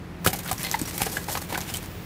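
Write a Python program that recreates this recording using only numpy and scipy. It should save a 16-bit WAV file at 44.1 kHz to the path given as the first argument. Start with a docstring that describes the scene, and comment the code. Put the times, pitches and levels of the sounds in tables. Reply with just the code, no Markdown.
"""A sheet of ice in an open car window is punched out by hand, heard from inside the idling car.
Brittle fracture gives sharp cracks, and the blows excite low, damped modes of the sheet and door.
Frosty edges crunch and scrape as the rest is pushed out and slides away; loose plates knock
against the door and splinters ring. The cabin adds a short reverberation to the ice,
over a steady engine hum and rumble and the outdoor hiss let in by the opening."""
import sys
import numpy as np
from scipy import signal
from scipy.fft import rfft, irfft
from scipy.io import wavfile

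SR = 44100
rng = np.random.default_rng(int(sys.argv[2]) if len(sys.argv) > 2 else 0)


def file_out(sig):
    """Save sig as 16-bit WAV at sys.argv[1]."""
    # one column per channel
    cols = np.atleast_2d(sig).T
    # limit, then scale
    lim = np.clip(cols, -1, 1)
    pcm = np.round(lim * 32767).astype(np.int16)
    wavfile.write(sys.argv[1], SR, pcm)


N = 90404
T = np.arange(N) / SR


def amp(db):
    """Amplitude ratio of a level in decibels."""
    return 10 ** (np.asarray(db) / 20)


def unit(x):
    """Normalisation to an rms of 1."""
    return x / np.sqrt(np.mean(x ** 2) + 1e-20)


def read(points, hz):
    """Linear interpolation on a log-frequency axis."""
    f, value = np.transpose(points)
    return np.interp(np.log(hz + 1), np.log(f + 1), value)


def add(mix, s, sound):
    """Superposition: a sound joins the mix at time s."""
    part = mix[round(s * SR):][:len(sound)]
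    part += sound[:len(part)]


def colour(x, spectrum, peak_hz=1000, peak_db=0, octaves=0.25):
    """Spectral shaping with one optional broad peak, at an rms of 1."""
    hz = np.fft.rfftfreq(len(x), 1 / SR)
    bump = np.exp(-.5 * (np.log2((hz + 1) / peak_hz) / octaves) ** 2)
    return unit(irfft(rfft(x) * amp(read(spectrum, hz) + peak_db * bump), len(x)))


def swell(t, rise, decay):
    """Envelope of a damped transient: linear rise from t = 0, then exponential decay."""
    return np.clip(t / rise, 0, 1) * np.exp(-np.maximum(t - rise, 0) / decay)


def wander(rate_hz):
    """Low-pass noise: a smooth random fluctuation of rms 1."""
    hz = np.fft.rfftfreq(N, 1 / SR)
    return unit(irfft(rfft(rng.standard_normal(N)) * np.exp(-(hz / rate_hz) ** 2), N))


def grains(per_s, spread_db):
    """Shot noise: impulses at random times, a few much larger than the rest."""
    size = amp(spread_db * np.minimum(rng.exponential(1, N), 4))
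    return size * rng.choice([-1., 1.], N) * (rng.random(N) < per_s / SR)


# harmonics of the idling engine: f/Hz, level/dB
ENGINE_HARMONICS = [(43.5, -48.5), (87, -50), (131, -57), (174, -47)]
# spectra of the cabin rumble and the outdoor hiss: f/Hz, relative level/dB
RUMBLE_SPECTRUM = [(20, -36), (32, -10), (45, -13), (60, -2.5), (90, -0.5), (180, 0), (235, -8),
                   (330, -6.5), (500, -14.5), (1000, -19), (2000, -22.5), (4000, -32.5), (8000, -41.5),
                   (15000, -44)]
OUTDOOR_SPECTRUM = [(300, 12), (1000, 0), (2500, 1.5), (5000, -5), (9000, -9.5), (13000, -9), (15000, 1)]


def idling(drift_cycles=0.064, rumble_db=-38.5, outdoor_db=-42.5, open_s=0.18):
    """Periodic engine motion gives harmonics over a rumble; outdoor hiss enters as the ice opens."""
    hum = sum(amp(db) * unit(np.sin(2 * np.pi * (hz * T + drift_cycles * wander(rate_hz=4.4))))
              for hz, db in ENGINE_HARMONICS)
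    rumble = amp(rumble_db) * colour(rng.standard_normal(N), RUMBLE_SPECTRUM)
    hiss = amp(outdoor_db) * colour(rng.standard_normal(N), OUTDOOR_SPECTRUM)
    opening = np.clip((T - open_s) / .1, 0, 1)
    return hum + rumble + hiss * opening


# fractures of the ice: t/s, level/dB, rise/s, decay/s, peak f/Hz, peak gain/dB, body gain/dB
FRACTURES = [(.2435, -23.5, 0.0056, 0.011, 12000, 0.5, 2), (.2600, -13.5, 0.0037, 0.0037, 1490, 16, -9),
             (.2700, -14, .0008, 0.004, 2100, 13, -11), (0.2749, -7, 0.00023, 0.00067, 3130, 11, 0),
             (0.3369, -21.5, 0.0003, 0.0029, 9100, -5, -15), (0.3908, -27, 0.0023, 0.0024, 11000, 3, -8),
             (.4325, -33.5, .0005, 0.0077, 7000, 0, -1), (.4465, -31, .0005, 0.0014, 9000, 17, -10),
             (0.477, -25, 0.0006, 0.0026, 7000, -8, -8), (.5124, -19.5, .002, 0.0035, 8200, 9, 0),
             (0.5294, -19.5, 0.00051, 0.0014, 14000, 1, -6), (.5780, -31.5, 0.0027, 0.0036, 5450, 16, -10),
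             (0.6316, -17.5, 0.00035, .0008, 9300, 9, -14),
             (0.6484, -20.5, 0.00021, 0.00074, 4500, 16, -15),
             (0.714, -12.5, 0.00063, 0.00072, 5600, 11, -2), (0.815, -18, 0.00033, 0.0011, 7750, 18, -2),
             (.9792, -17.5, 0.00042, 0.0029, 12700, -0.5, -8.5),
             (1.0186, -9.5, 0.0001, .0018, 2320, 12, -2), (1.0320, -25.5, 0.00092, 0.0027, 2800, 8, -2),
             (1.1724, -29.5, 0.00084, 0.0026, 7600, 19, -3), (1.2400, -31.5, 0.0026, 0.0029, 9900, -1, -6),
             (1.3285, -36, .0015, .006, 13000, 3, -14), (1.3733, -24, 0.0016, 0.0025, 5900, 10, -4),
             (1.528, -26, .0005, .002, 8000, -2, 2), (1.5769, -21, 0.00036, .0014, 4500, 6, -11),
             (1.606, -24.5, 0.00046, 0.0016, 5000, 10, -8), (1.6142, -26, 0.00027, 0.0014, 6100, 29, -8),
             (1.7, -26, 0.00016, 0.00077, 7000, -4, 4), (1.7388, -19.5, 0.0017, 0.0015, 8200, 2, -7),
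             (1.744, -26, 0.0011, 0.0025, 3050, 10, -3), (1.7700, -22.5, 0.00037, 0.0013, 7750, 14, -10),
             (1.8281, -32.5, .0005, 0.003, 9000, 0, -6), (1.859, -34, .0005, 0.0022, 7000, 2, -3),
             (1.9150, -38.5, .0005, 0.0023, 1500, 3, -5)]
# spectrum of a fracture: f/Hz, relative level/dB
FRACTURE_SPECTRUM = [(60, 15), (300, -9), (1000, 5.5), (2500, -1.5), (5000, -1), (9000, -2.5), (15500, 0)]


def cracks(body_hz=3000):
    """Brittle fracture: a rush of micro-cracks radiates a very short broadband burst."""
    out, t = np.zeros(N), T[:2048]
    for s, db, rise, decay, hz, peak_db, body_db in FRACTURES:
        envelope = swell(t, rise, decay)
        # the body is a shelf below body_hz
        spectrum = [(f, level + body_db / (1 + (f / body_hz) ** 2)) for f, level in FRACTURE_SPECTRUM]
        burst = colour(rng.standard_normal(len(t)), spectrum, hz, peak_db) * envelope
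        add(out, s, amp(db) * burst * np.linalg.norm(envelope) / np.linalg.norm(burst))
    return out


# frosty edges scraping: t/s, rise/s, decay/s, fizz level/dB, crunch level/dB, crunch peak f/Hz
FROST_SCRAPES = [(.258, 0.021, 0.018, -29, -30.5, 446), (0.327, 0.0063, 0.016, -31.5, -31.5, 2480),
                 (.355, 0.0051, 0.014, -34.5, -53, 700), (.384, 0.007, 0.014, -36, -39.5, 3050),
                 (.446, 0.013, 0.019, -37.5, -36.5, 1390), (.474, 0.024, 0.0099, -34.5, -32, 3600),
                 (.511, 0.012, 0.029, -34.5, -40, 1000), (.572, 0.041, 0.034, -35, -38.5, 2230),
                 (0.626, 0.023, 0.064, -36, -36, 3980), (.640, 0.032, 0.0055, -48, -46.5, 2150),
                 (.712, 0.011, 0.049, -36, -43.5, 4000), (0.787, .006, 0.011, -31.5, -55, 900),
                 (0.813, 0.013, 0.025, -38, -42, 350), (0.845, 0.011, 0.06, -39.5, -43.5, 5800),
                 (0.868, 0.02, 0.032, -35.5, -43, 2230), (0.927, 0.023, 0.042, -35, -41.5, 500),
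                 (0.977, 0.052, 0.034, -29.5, -35, 2400), (1.050, 0.011, 0.032, -33.5, -42, 800),
                 (1.09, 0.04, 0.052, -32.5, -39.5, 400), (1.129, 0.016, 0.17, -43.5, -47.5, 446),
                 (1.276, 0.015, 0.028, -34, -34, 800), (1.295, 0.025, 0.052, -31, -44, 4240),
                 (1.354, 0.024, 0.0037, -46, -33, 1190), (1.405, 0.018, .012, -36.5, -42, 1200),
                 (1.486, 0.018, 0.026, -38.5, -33.5, 800), (1.521, 0.0063, 0.04, -38.5, -37, 354),
                 (1.535, 0.012, 0.009, -46, -34.5, 2600), (1.573, 0.0033, 0.06, -36.5, -45, 1200),
                 (1.603, 0.0061, 0.017, -38.5, -35, 3480), (1.655, 0.039, 0.043, -40, -40.5, 2950),
                 (1.733, 0.028, .018, -31, -37, 3000), (1.80, 0.043, 0.02, -46, -48, 2000)]
# spectra of the fine fizz and the coarse crunch: f/Hz, relative level/dB
FIZZ_SPECTRUM = [(300, -74), (1500, -64), (3000, -5), (5000, 3), (8000, 5), (11000, 3.5), (14000, 6),
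                 (16000, -17.5)]
CRUNCH_SPECTRUM = [(100, -14), (350, 3), (900, 5.5), (1300, -1), (1800, 3.5), (3000, -3), (4500, -3.5),
                   (7000, -16.5), (15000, -16)]


def scrapes(shard_db=-9.5, clump_db=2.3):
    """Granular friction: crumbling frost fizzes and pings over a crunch that each piece colours."""
    # overlapping scrapes are incoherent, so their powers add
    fizz_power = sum((amp(db) * swell(T - s, rise, decay)) ** 2
                     for s, rise, decay, db, _, _ in FROST_SCRAPES)
    fizz = colour(grains(per_s=7000, spread_db=3.0), FIZZ_SPECTRUM)
    out = np.sqrt(fizz_power) * unit(fizz + amp(shard_db) * shards())
    grit, t = grains(per_s=4000, spread_db=3.5), T[:16384]
    for s, rise, decay, _, db, hz in FROST_SCRAPES:
        piece = np.roll(grit, -round(s * SR))[:len(t)]
        crunch = colour(piece, CRUNCH_SPECTRUM, hz, peak_db=8, octaves=0.39)
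        add(out, s, amp(db) * swell(t, rise, decay) * crunch)
    clumping = unit(amp(clump_db * wander(rate_hz=117)))
    return clumping * out


def shards(sizes=28, low_hz=2536, high_hz=14960, decay_cycles=16):
    """Impulse response: each size of tiny splinter pings briefly at its own natural frequency."""
    out, t = np.zeros(N), T[:1024]
    for hz in np.geomspace(low_hz, high_hz, sizes) * rng.uniform(.96, 1.04, sizes):
        ping = np.sin(2 * np.pi * hz * t) * np.exp(-t * hz / decay_cycles)
        out += signal.oaconvolve(grains(per_s=70, spread_db=4.5), ping)[:N]
    return colour(out, FIZZ_SPECTRUM)


# plates of ice striking the door: t/s, level/dB, f/Hz, rise/s, decay/s, relative chatter level/dB
PLATE_IMPACTS = [(0.2628, -19, 1376, .002, 0.0022, -8), (.2700, -30, 747, .002, 0.015, -7),
                 (.3320, -35.5, 790, 0.0018, 0.0065, -1), (.3480, -26.5, 734, 0.0018, 0.0024, -10),
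                 (0.46, -34, 1410, 0.0024, 0.0045, -2), (.5125, -21.5, 760, 0.0022, 0.0051, -7),
                 (.5128, -25, 1200, 0.0012, 0.0037, -19), (0.7427, -15, 897, 0.0057, 0.0025, -17),
                 (0.741, -24, 2040, 0.0012, 0.0024, -1.5), (.7950, -38, 1890, 0.00075, 0.0024, 2.5),
                 (1.0030, -29, 863, 0.0046, 0.0062, -2), (1.0186, -22, 854, 0.0008, .003, -8),
                 (1.0655, -25, 452, 0.00089, 0.0046, -17), (1.0660, -21.5, 890, 0.00043, 0.0011, -5.5),
                 (1.1680, -17, 1656, 0.003, 0.00097, -11), (1.2851, -28.5, 900, 0.00085, 0.0017, -1.5),
                 (1.3514, -24.5, 917, .0015, 0.0026, 0), (1.3529, -30, 1580, 0.00067, .003, -11),
                 (1.3711, -26, 1072, 0.0025, 0.0024, -7), (1.5030, -33.5, 806, 0.0012, 0.0017, -1.5),
                 (1.5252, -25, 885, 0.00091, 0.0036, -8), (1.5380, -36.5, 830, 0.002, 0.0094, 3),
                 (1.5520, -26, 1515, 0.0037, .004, -7), (1.578, -22, 840, 0.00065, 0.0017, -7)]
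# modes of a plate: frequency ratio, relative level/dB
PLATE_MODES = [(1, 9.5), (1.14, -6.5), (1.33, -13.5), (1.82, -8), (2.3, -27), (3.2, -36)]


def knocks(chatter_decay_s=0.0091):
    """Impact excitation: a loose plate rings briefly in its modes and chatters against the door."""
    out, t = np.zeros(N), T[:4096]
    for s, db, hz, rise, decay, chatter_db in PLATE_IMPACTS:
        modes = sum(amp(mode_db) * np.sin(2 * np.pi * hz * ratio * t) for ratio, mode_db in PLATE_MODES)
        ring = unit(modes) * swell(t, rise, decay)
        noise = colour(rng.standard_normal(len(t)), CRUNCH_SPECTRUM, hz, peak_db=3, octaves=0.41)
        chatter = amp(chatter_db) * noise * swell(t, rise, chatter_decay_s)
        add(out, s, amp(db) * (ring + chatter))
    return out


# blows that shake the sheet and door: t/s, level/dB, f/Hz, decay/s, gain of upper modes/dB
BLOWS = [(.2635, -16, 184, 0.0023, 5), (0.2735, -13, 168.6, 0.0054, 0.5), (.2720, -29, 116, 0.02, -23),
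         (0.332, -24, 170, .006, -17), (0.521, -32.5, 106, .014, -27), (0.8142, -19, 278, 0.0059, -32),
         (0.815, -23, 150, 0.01, -23), (1.531, -31.5, 320, 0.01, -17), (1.578, -30, 225, .008, 0)]
# modes of the door: frequency ratio, relative level/dB
DOOR_MODES = [(1, 2), (1.62, -4.5), (2.17, -3.5), (2.8, -18)]


def thumps(rise_s=.0015):
    """Modal damping: a blow excites the door's low modes, and the higher of them die sooner."""
    out, t = np.zeros(N), T[:8192]
    for s, db, hz, decay, upper_db in BLOWS:
        for ratio, mode_db in DOOR_MODES:
            gain = amp(db + mode_db + upper_db * (ratio > 1))
            envelope = swell(t, rise_s, decay / np.sqrt(ratio))
            add(out, s, gain * np.cos(2 * np.pi * hz * ratio * t) * envelope)
    return out


# larger splinters breaking loose: t/s, level per mode/dB, f/Hz, decay/s
SPLINTERS = [(.645, -35, 2075, 0.016), (.648, -35.5, 4244, .02), (.856, -36.5, 5680, 0.011),
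             (1.694, -39, 5200, 0.0062), (1.744, -31, 3140, 0.0052)]


def tinkles(relative_split=0.024):
    """Beating: a thin splinter rings in two modes of nearly equal frequency."""
    out, t = np.zeros(N), T[:8192]
    for s, db, hz, decay in SPLINTERS:
        pair_hz = [hz * (1 + side * relative_split / 2) for side in (-1, 1)]
        pair = sum(np.sin(2 * np.pi * (f * t + rng.random())) for f in pair_hz)
        add(out, s, amp(db) * pair * swell(t, rise=0.0017, decay=decay))
    return out


# reverberation time of the cabin: f/Hz, T60/s
REVERB_TIMES = [(100, 0.098), (500, .11), (2000, 0.093), (8000, 0.084), (16000, 0.047)]


def cabin(x, gap_s=0.002):
    """Reverberation in a small enclosure: dense reflections die quickly, the treble first."""
    reflections = rng.standard_normal(8192) * (rng.random(8192) < .15) * (T[:8192] > gap_s)
    hz, t, bands = signal.stft(reflections, SR, nperseg=128)
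    absorption = amp(-60 * t / read(REVERB_TIMES, hz)[:, None])
    tail = signal.istft(bands * absorption, SR, nperseg=128)[1]
    return signal.fftconvolve(x, tail / np.linalg.norm(tail))[:N]


def scene(reverb_db=-13.5):
    """Superposition of the ice's direct sound, its reverberation and the idling car, in mono."""
    ice = cracks() + scrapes() + knocks() + thumps() + tinkles()
    return (ice + amp(reverb_db) * cabin(ice) + idling())[None]


def record(dry, low_hz=43.2, high_hz=15650):
    """Band limiting: the microphone's bass roll-off, then a steep cut of the highest treble."""
    highpass = signal.butter(4, low_hz, "highpass", fs=SR, output="sos")
    lowpass = signal.firwin(401, high_hz, window=("kaiser", 9), fs=SR)
    return signal.oaconvolve(signal.sosfilt(highpass, dry), lowpass[None], "same")


dry = scene()
out = record(dry)
file_out(out)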